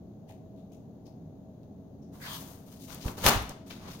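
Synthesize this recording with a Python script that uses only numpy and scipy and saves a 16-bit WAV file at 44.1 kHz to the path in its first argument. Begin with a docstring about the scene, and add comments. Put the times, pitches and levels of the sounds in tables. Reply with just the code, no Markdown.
"""A quiet kitchen: fingers dab at soft paste in a glass jug, ringing small air pockets in it.
Then a paper towel is drawn off its roll, gripped, torn off with a snap and lifted.
Paper sounds are showers of tiny fibre clicks that ring the sheet. The moving sheet pushes
puffs of air, and the room answers over a low ventilation rumble."""
import sys
import numpy as np
from scipy import signal
from scipy.fft import rfft, irfft
from scipy.io import wavfile

SR = 44100
rng = np.random.default_rng(int(sys.argv[2]) if len(sys.argv) > 2 else 0)


def to_wav(s):
    """Save 16-bit WAV."""
    ch = np.atleast_2d(s).T  # columns
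    pcm = np.round(np.clip(ch, -1, 1) * 32767)  # PCM
    wavfile.write(sys.argv[1], SR, pcm.astype(np.int16))


N = 176400
TIME_S = np.arange(N) / SR
BIN_HZ = np.maximum(np.arange(N // 2 + 1) * SR / N, 1)


# Tearing force: time_s, level_db
TEAR_FORCE = [(3.215, -75), (3.233, -45), (3.242, -33.5), (3.257, -30), (3.264, -22.5), (3.274, -23),
              (3.286, -24.5), (3.295, -22.5), (3.3, -34.5), (3.36, -43), (3.41, -78.5)]
# Rip spectrum: freq_hz, gain_db
RIP_SPECTRUM = [(60, 0.5), (180, 1.5), (420, -2.5), (750, 2), (1300, 0.5), (2200, -5.5), (2800, -3),
                (4000, -6), (6400, -11), (8000, -10.5), (16000, -13.5)]
# Loose sheet spectrum: freq_hz, gain_db
SHUDDER_SPECTRUM = [(100, -19), (170, -5.5), (480, -6), (700, -2.5), (1200, -2), (1500, -8), (2000, -8.5),
                    (4000, -19), (9000, -40)]

def tearing():
    """The perforation rips across, then the freed sheet shudders."""
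    time_s, level_db = np.array(TEAR_FORCE).T
    force = undb(5.5 + np.interp(TIME_S, time_s, level_db, left=-np.inf, right=-np.inf))
    rip = colour(clicks(rate_per_s=34000, spread_db=3), RIP_SPECTRUM)
    shudder = colour(clicks(rate_per_s=1800, spread_db=2), SHUDDER_SPECTRUM)
    shaking = envelope(start_s=3.275, rise_s=0.018, hold_s=0.031, release_s=0.11)
    return force * rip + undb(-27) * shaking * shudder


def whip():
    """The sheet snaps taut; its ring rises with the tension."""
    start_s, length_s, from_hz, to_hz = 3.2625, 0.00387, 650, 4630
    progress = np.clip((TIME_S - start_s) / length_s, 0, 1)
    pitch_hz = from_hz * (to_hz / from_hz) ** progress
    phase = 2 * np.pi * np.cumsum(pitch_hz * (progress > 0)) / SR
    return undb(-12) * np.sqrt(np.abs(np.sin(np.pi * progress))) * np.sin(phase)


# Sheet strokes: start_s, rise_s, hold_s, release_s, level_db, body_db, treble_db
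RUSTLES = [(2.115, 0.026, .02, 0.15, -60, 11, 1), (2.179, 0.13, 0.047, 0.18, -48, -0.5, 6.5),
           (2.37, 0.08, 0.056, 0.26, -61, 9.5, 3.5), (2.651, 0.072, 0.049, 0.052, -57.5, -1, 1),
           (2.787, 0.033, 0.042, 0.045, -54, -17, 1.5), (2.866, 0.033, 0.056, 0.12, -46, 0.5, -5),
           (3.004, 0.011, 0.012, .04, -43, -18, -8), (3.036, 0.031, 0.011, 0.088, -45, 13.5, 1),
           (3.166, 0.017, 0.063, .04, -42.5, 5.5, -2.5), (3.41, .008, .008, .03, -61, -3, -10),
           (3.485, 0.019, 0.0095, 0.031, -44.5, 9, -11.5), (3.658, 0.016, 0.035, 0.17, -51.5, -0.5, -3),
           (3.701, .007, 0.0033, 0.054, -38.5, -8, -33), (3.745, 0.13, 0.033, 0.037, -49, 6, -14),
           (3.881, 0.031, 0.032, 0.065, -47, -3.5, -5.5), (3.953, 0.073, .03, .08, -49.5, 3, -7)]
# Sliding paper spectrum: freq_hz, gain_db
PAPER_SPECTRUM = [(150, 10), (400, 4), (1000, 5.5), (1800, -1), (2450, -1), (3200, 0.5), (4300, -0.5),
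                  (7000, -1.5), (15000, -3)]

def rustling():
    """Fibres catch and slip as the sheet slides and bends."""
    catch_per_s, catch_db, body_hz, treble_hz = 70, 1.6, 1620, 6500
    sliding = colour(clicks(rate_per_s=6500, spread_db=2), PAPER_SPECTRUM)
    steps = rng.standard_normal(int(N / SR * catch_per_s) + 2)
    catching = np.interp(TIME_S * catch_per_s, np.arange(len(steps)), steps)
    paper = unit(undb(catch_db * catching) * sliding)
    body_shelf = 1 / (1 + (BIN_HZ / body_hz) ** 4)
    treble_shelf = 1 / (1 + (treble_hz / BIN_HZ) ** 4)
    sheet = np.zeros((2, N))
    for start_s, rise_s, hold_s, release_s, level_db, body_db, treble_db in RUSTLES:
        stroke = shape(paper, undb(body_db * body_shelf + treble_db * treble_shelf))
        sheet += undb(level_db) * envelope(start_s, rise_s, hold_s, release_s) * stroke
    return sheet


# Roll resonances: start_s, hold_s, ring_hz, width_hz, level_db
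ROLL_RUBS = [(2.195, .05, 1780, 480, -48.5), (2.235, .1, 1040, 400, -49), (2.25, .08, 3200, 400, -50),
             (2.21, .12, 4400, 1400, -52)]

def roll():
    """The turning roll rubs and rings."""
    rubbing = clicks(rate_per_s=6500, spread_db=2)
    return sum(undb(level_db) * envelope(start_s, rise_s=0.03, hold_s=hold_s, release_s=0.06)
               * ring(rubbing, ring_hz, width_hz)
               for start_s, hold_s, ring_hz, width_hz, level_db in ROLL_RUBS)


# Crease cracks: start_s, level_db, centre_hz, width_hz, decay_s
POPS = [(2.904, -42.5, 1260, 900, 0.0022), (2.9462, -36.5, 11600, 7000, 0.0018),
        (3.029, -48.5, 5330, 1800, 0.0028), (3.082, -35, 1360, 1500, 0.0048),
        (3.264, -13.5, 4970, 14000, 0.0028), (3.2853, -17.5, 9900, 12000, 0.0012),
        (3.423, -42.5, 11000, 9000, 0.0054), (3.4929, -37.5, 6500, 7000, 0.0037)]

def pops():
    """Single creases and perforations crack."""
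    crack = noise()
    return sum(undb(level_db) * (TIME_S >= start_s) * np.exp(-np.abs(TIME_S - start_s) / decay_s)
               * ring(crack, centre_hz, width_hz)
               for start_s, level_db, centre_hz, width_hz, decay_s in POPS)


# Air puffs: start_s, rise_s, release_s, level_db
PUFFS = [(3.05, 0.013, 0.028, -26.5), (3.227, 0.037, 0.045, -23), (3.331, .035, 0.066, -27.5),
         (3.41, 0.014, 0.068, -38)]
# Puff spectrum: freq_hz, gain_db
PUFF_SPECTRUM = [(26, -37), (48, 8.5), (70, 2), (130, -5.5), (250, -9.5), (500, -26), (1500, -63)]

def puffs():
    """The moving sheet pushes low thumps of air."""
    air = colour(noise(), PUFF_SPECTRUM)
    return air * sum(undb(level_db) * envelope(start_s, rise_s, 0, release_s)
                     for start_s, rise_s, release_s, level_db in PUFFS)


# Finger dabs: start_s, rise_s, release_s, level_db, pocket_hz, pocket_db
DABS = [(0.271, 0.036, 0.066, -60.5, 1890, -9.5), (.555, 0.028, 0.096, -74, 3740, -5),
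        (.717, 0.0051, 0.097, -66.5, 6400, -7), (1.052, 0.014, 0.078, -68.5, 4960, 0.5),
        (1.629, 0.0046, .02, -73, 4000, -8), (2.01, 0.021, 0.14, -82, 5540, 5.5)]
# Dab spectrum, with the glass jug's modes: freq_hz, gain_db
JUG_SPECTRUM = [(300, -17), (850, 6), (1400, -11), (2100, 1), (2700, 7), (4500, -2), (7000, -2.5),
                (15000, -5)]

def dabs():
    """Wet crackles under the fingers ring the glass jug and small air pockets in the paste."""
    crackle = clicks(rate_per_s=2000, spread_db=1.5)
    wet = colour(crackle, JUG_SPECTRUM)
    paste = np.zeros((2, N))
    for start_s, rise_s, release_s, level_db, pocket_hz, pocket_db in DABS:
        pocket = undb(pocket_db) * ring(crackle, pocket_hz, width_hz=0.19 * pocket_hz)
        paste += undb(level_db) * envelope(start_s, rise_s, 0, release_s) * (wet + pocket)
    return paste


# Jug knocks: start_s, level_db
KNOCKS = [(0.297, -53.5), (1.075, -58)]

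def knocks():
    """Fingers knock dully on the glass jug."""
    jug = ring(noise(), centre_hz=793, width_hz=120)
    return jug * sum(undb(level_db) * envelope(start_s, rise_s=0.005, hold_s=0, release_s=0.054)
                     for start_s, level_db in KNOCKS)


def room(direct):
    """Diffuse kitchen echoes; the treble dies sooner."""
    low_t60_s, treble_t60_s, crossover_hz, delay_s = 0.52, 0.35, 6500, 0.011
    echoes = noise()
    low = shape(echoes, 1 / (1 + (BIN_HZ / crossover_hz) ** 4))
    tail = low * undb(-60 * TIME_S / low_t60_s) + (echoes - low) * undb(-60 * TIME_S / treble_t60_s)
    response = unit(tail * (TIME_S > delay_s)) / np.sqrt(N)
    return undb(-11) * signal.fftconvolve(direct, response, axes=1)[:, :N]


# Ventilation spectrum: freq_hz, gain_db
RUMBLE_SPECTRUM = [(20, -25), (40, -14), (55, -16), (85, -2.5), (135, -5), (215, 0.5), (245, -9),
                   (272, -0.5), (305, -11.5), (390, -11.5), (520, -17.5), (680, -17), (900, -28.5),
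                   (1250, -39), (2400, -66.5)]
# Ventilation tones: pitch_hz, level_db
HUM_TONES = [(120, -63.5), (160, -58.5), (642, -65.5)]
# Hiss spectrum: freq_hz, gain_db
HISS_SPECTRUM = [(800, -15), (1500, 5.5), (2300, -0.5), (3800, 1.5), (5600, -4.5), (6700, 1), (7500, -10),
                 (15500, -4)]

def background():
    """Steady ventilation rumble with wavering tones, and a faint hiss."""
    top_hz = RUMBLE_SPECTRUM[-1][0]
    rumble = unit(shape(noise(), undb(curve(RUMBLE_SPECTRUM)) * (BIN_HZ < top_hz)))
    air = noise()
    hum = sum(undb(level_db) * ring(air, pitch_hz, width_hz=7) for pitch_hz, level_db in HUM_TONES)
    hiss = colour(noise(), HISS_SPECTRUM)
    return undb(-47.5) * rumble + hum + undb(-77.5) * hiss


def clicks(rate_per_s, spread_db, ring_s=0.00056):
    """A shower of tiny clicks, mostly weak, each ringing briefly."""
    hits = rng.random(N) < rate_per_s / SR
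    strength = hits * undb(spread_db * np.minimum(rng.exponential(size=N), 5))
    energy = signal.lfilter([1], [1, -np.exp(-2 / (ring_s * SR))], strength ** 2)
    return unit(noise(np.sqrt(energy)))


# Left-right likeness: freq_hz, correlation
CORRELATION = [(60, 0.92), (130, 0.99), (290, 0.88), (640, 0.75), (1400, 0.12), (3000, -0.26),
               (15000, 0.14)]

def noise(amplitude=1):
    """Stereo white noise, alike on both sides in the bass."""
    white = amplitude * rng.standard_normal((2, N))
    correlation = np.clip(curve(CORRELATION), -0.99, 0.99)
    mid = shape(white[0], np.sqrt((1 + correlation) / 2))
    side = shape(white[1], np.sqrt((1 - correlation) / 2))
    return np.array([mid + side, mid - side])


def envelope(start_s, rise_s, hold_s, release_s):
    """Linear rise, hold, then a fall of 20 dB per release_s."""
    age_s = TIME_S - start_s
    return np.clip(age_s / rise_s, 0, 1) * 10 ** (-np.maximum(age_s - rise_s - hold_s, 0) / release_s)


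def ring(x, centre_hz, width_hz):
    """One steep-sided resonance, at rms 1."""
    detuning = (BIN_HZ ** 2 - centre_hz ** 2) / (BIN_HZ * width_hz * 1.48)
    return unit(shape(x, 1 / (1 + detuning ** 2)))


def colour(x, spectrum):
    """Filter by (freq_hz, gain_db) points, at rms 1."""
    return unit(shape(x, undb(curve(spectrum))))


def shape(x, gain):
    """Filter by a gain per bin."""
    return irfft(rfft(x) * gain, N)


def curve(points):
    """Join (freq_hz, value) points on a log axis."""
    freq_hz, value = np.array(sorted(points), float).T
    return np.interp(np.log(BIN_HZ), np.log(freq_hz), value)


def undb(db):
    """Decibels to gain."""
    return 10 ** (np.asarray(db) / 20)


def unit(x):
    """Scale to rms 1."""
    return x / np.sqrt(np.mean(x ** 2))


# Towel position: time_s, left_minus_right_db
TOWEL_PAN = [(2.28, -3), (2.45, 2), (2.9, 2), (3.261, -1), (3.9, -1)]

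def scene():
    """Paper and hands close by, the room around them."""
    pan_db = np.interp(TIME_S, *np.array(TOWEL_PAN).T) / 2
    towel = rustling() + roll() + tearing() + whip() + pops()
    fingers = dabs() + knocks()
    return towel * undb([pan_db, -pan_db]) + fingers + room(towel + fingers) + puffs() + background()


# Microphone response: freq_hz, gain_db
MIC_RESPONSE = [(5500, -0.5), (6500, 2.5), (7000, 0.5), (7500, -4.5), (9100, 1), (10400, -2), (14000, 3),
                (16000, -1.5)]
# Microphone balance: freq_hz, left_minus_right_db
MIC_BALANCE = [(60, -0.5), (200, 0), (600, 4.5), (1300, 2), (2400, 3.5), (4400, 10), (6600, 9), (8000, 3.5),
               (15000, 4)]

def record(dry):
    """The microphones colour the treble, the left hears more of it; the top is cut."""
    cutoff_hz = 15950
    tilt_db = curve(MIC_BALANCE) / 2
    heard = shape(dry, undb(curve(MIC_RESPONSE) + np.array([tilt_db, -tilt_db])))
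    lowpass = signal.ellip(10, 0.2, 70, cutoff_hz, fs=SR, output="sos")
    return signal.sosfilt(lowpass, np.clip(heard, -1, 1))


dry = scene()
out = record(dry)
to_wav(out)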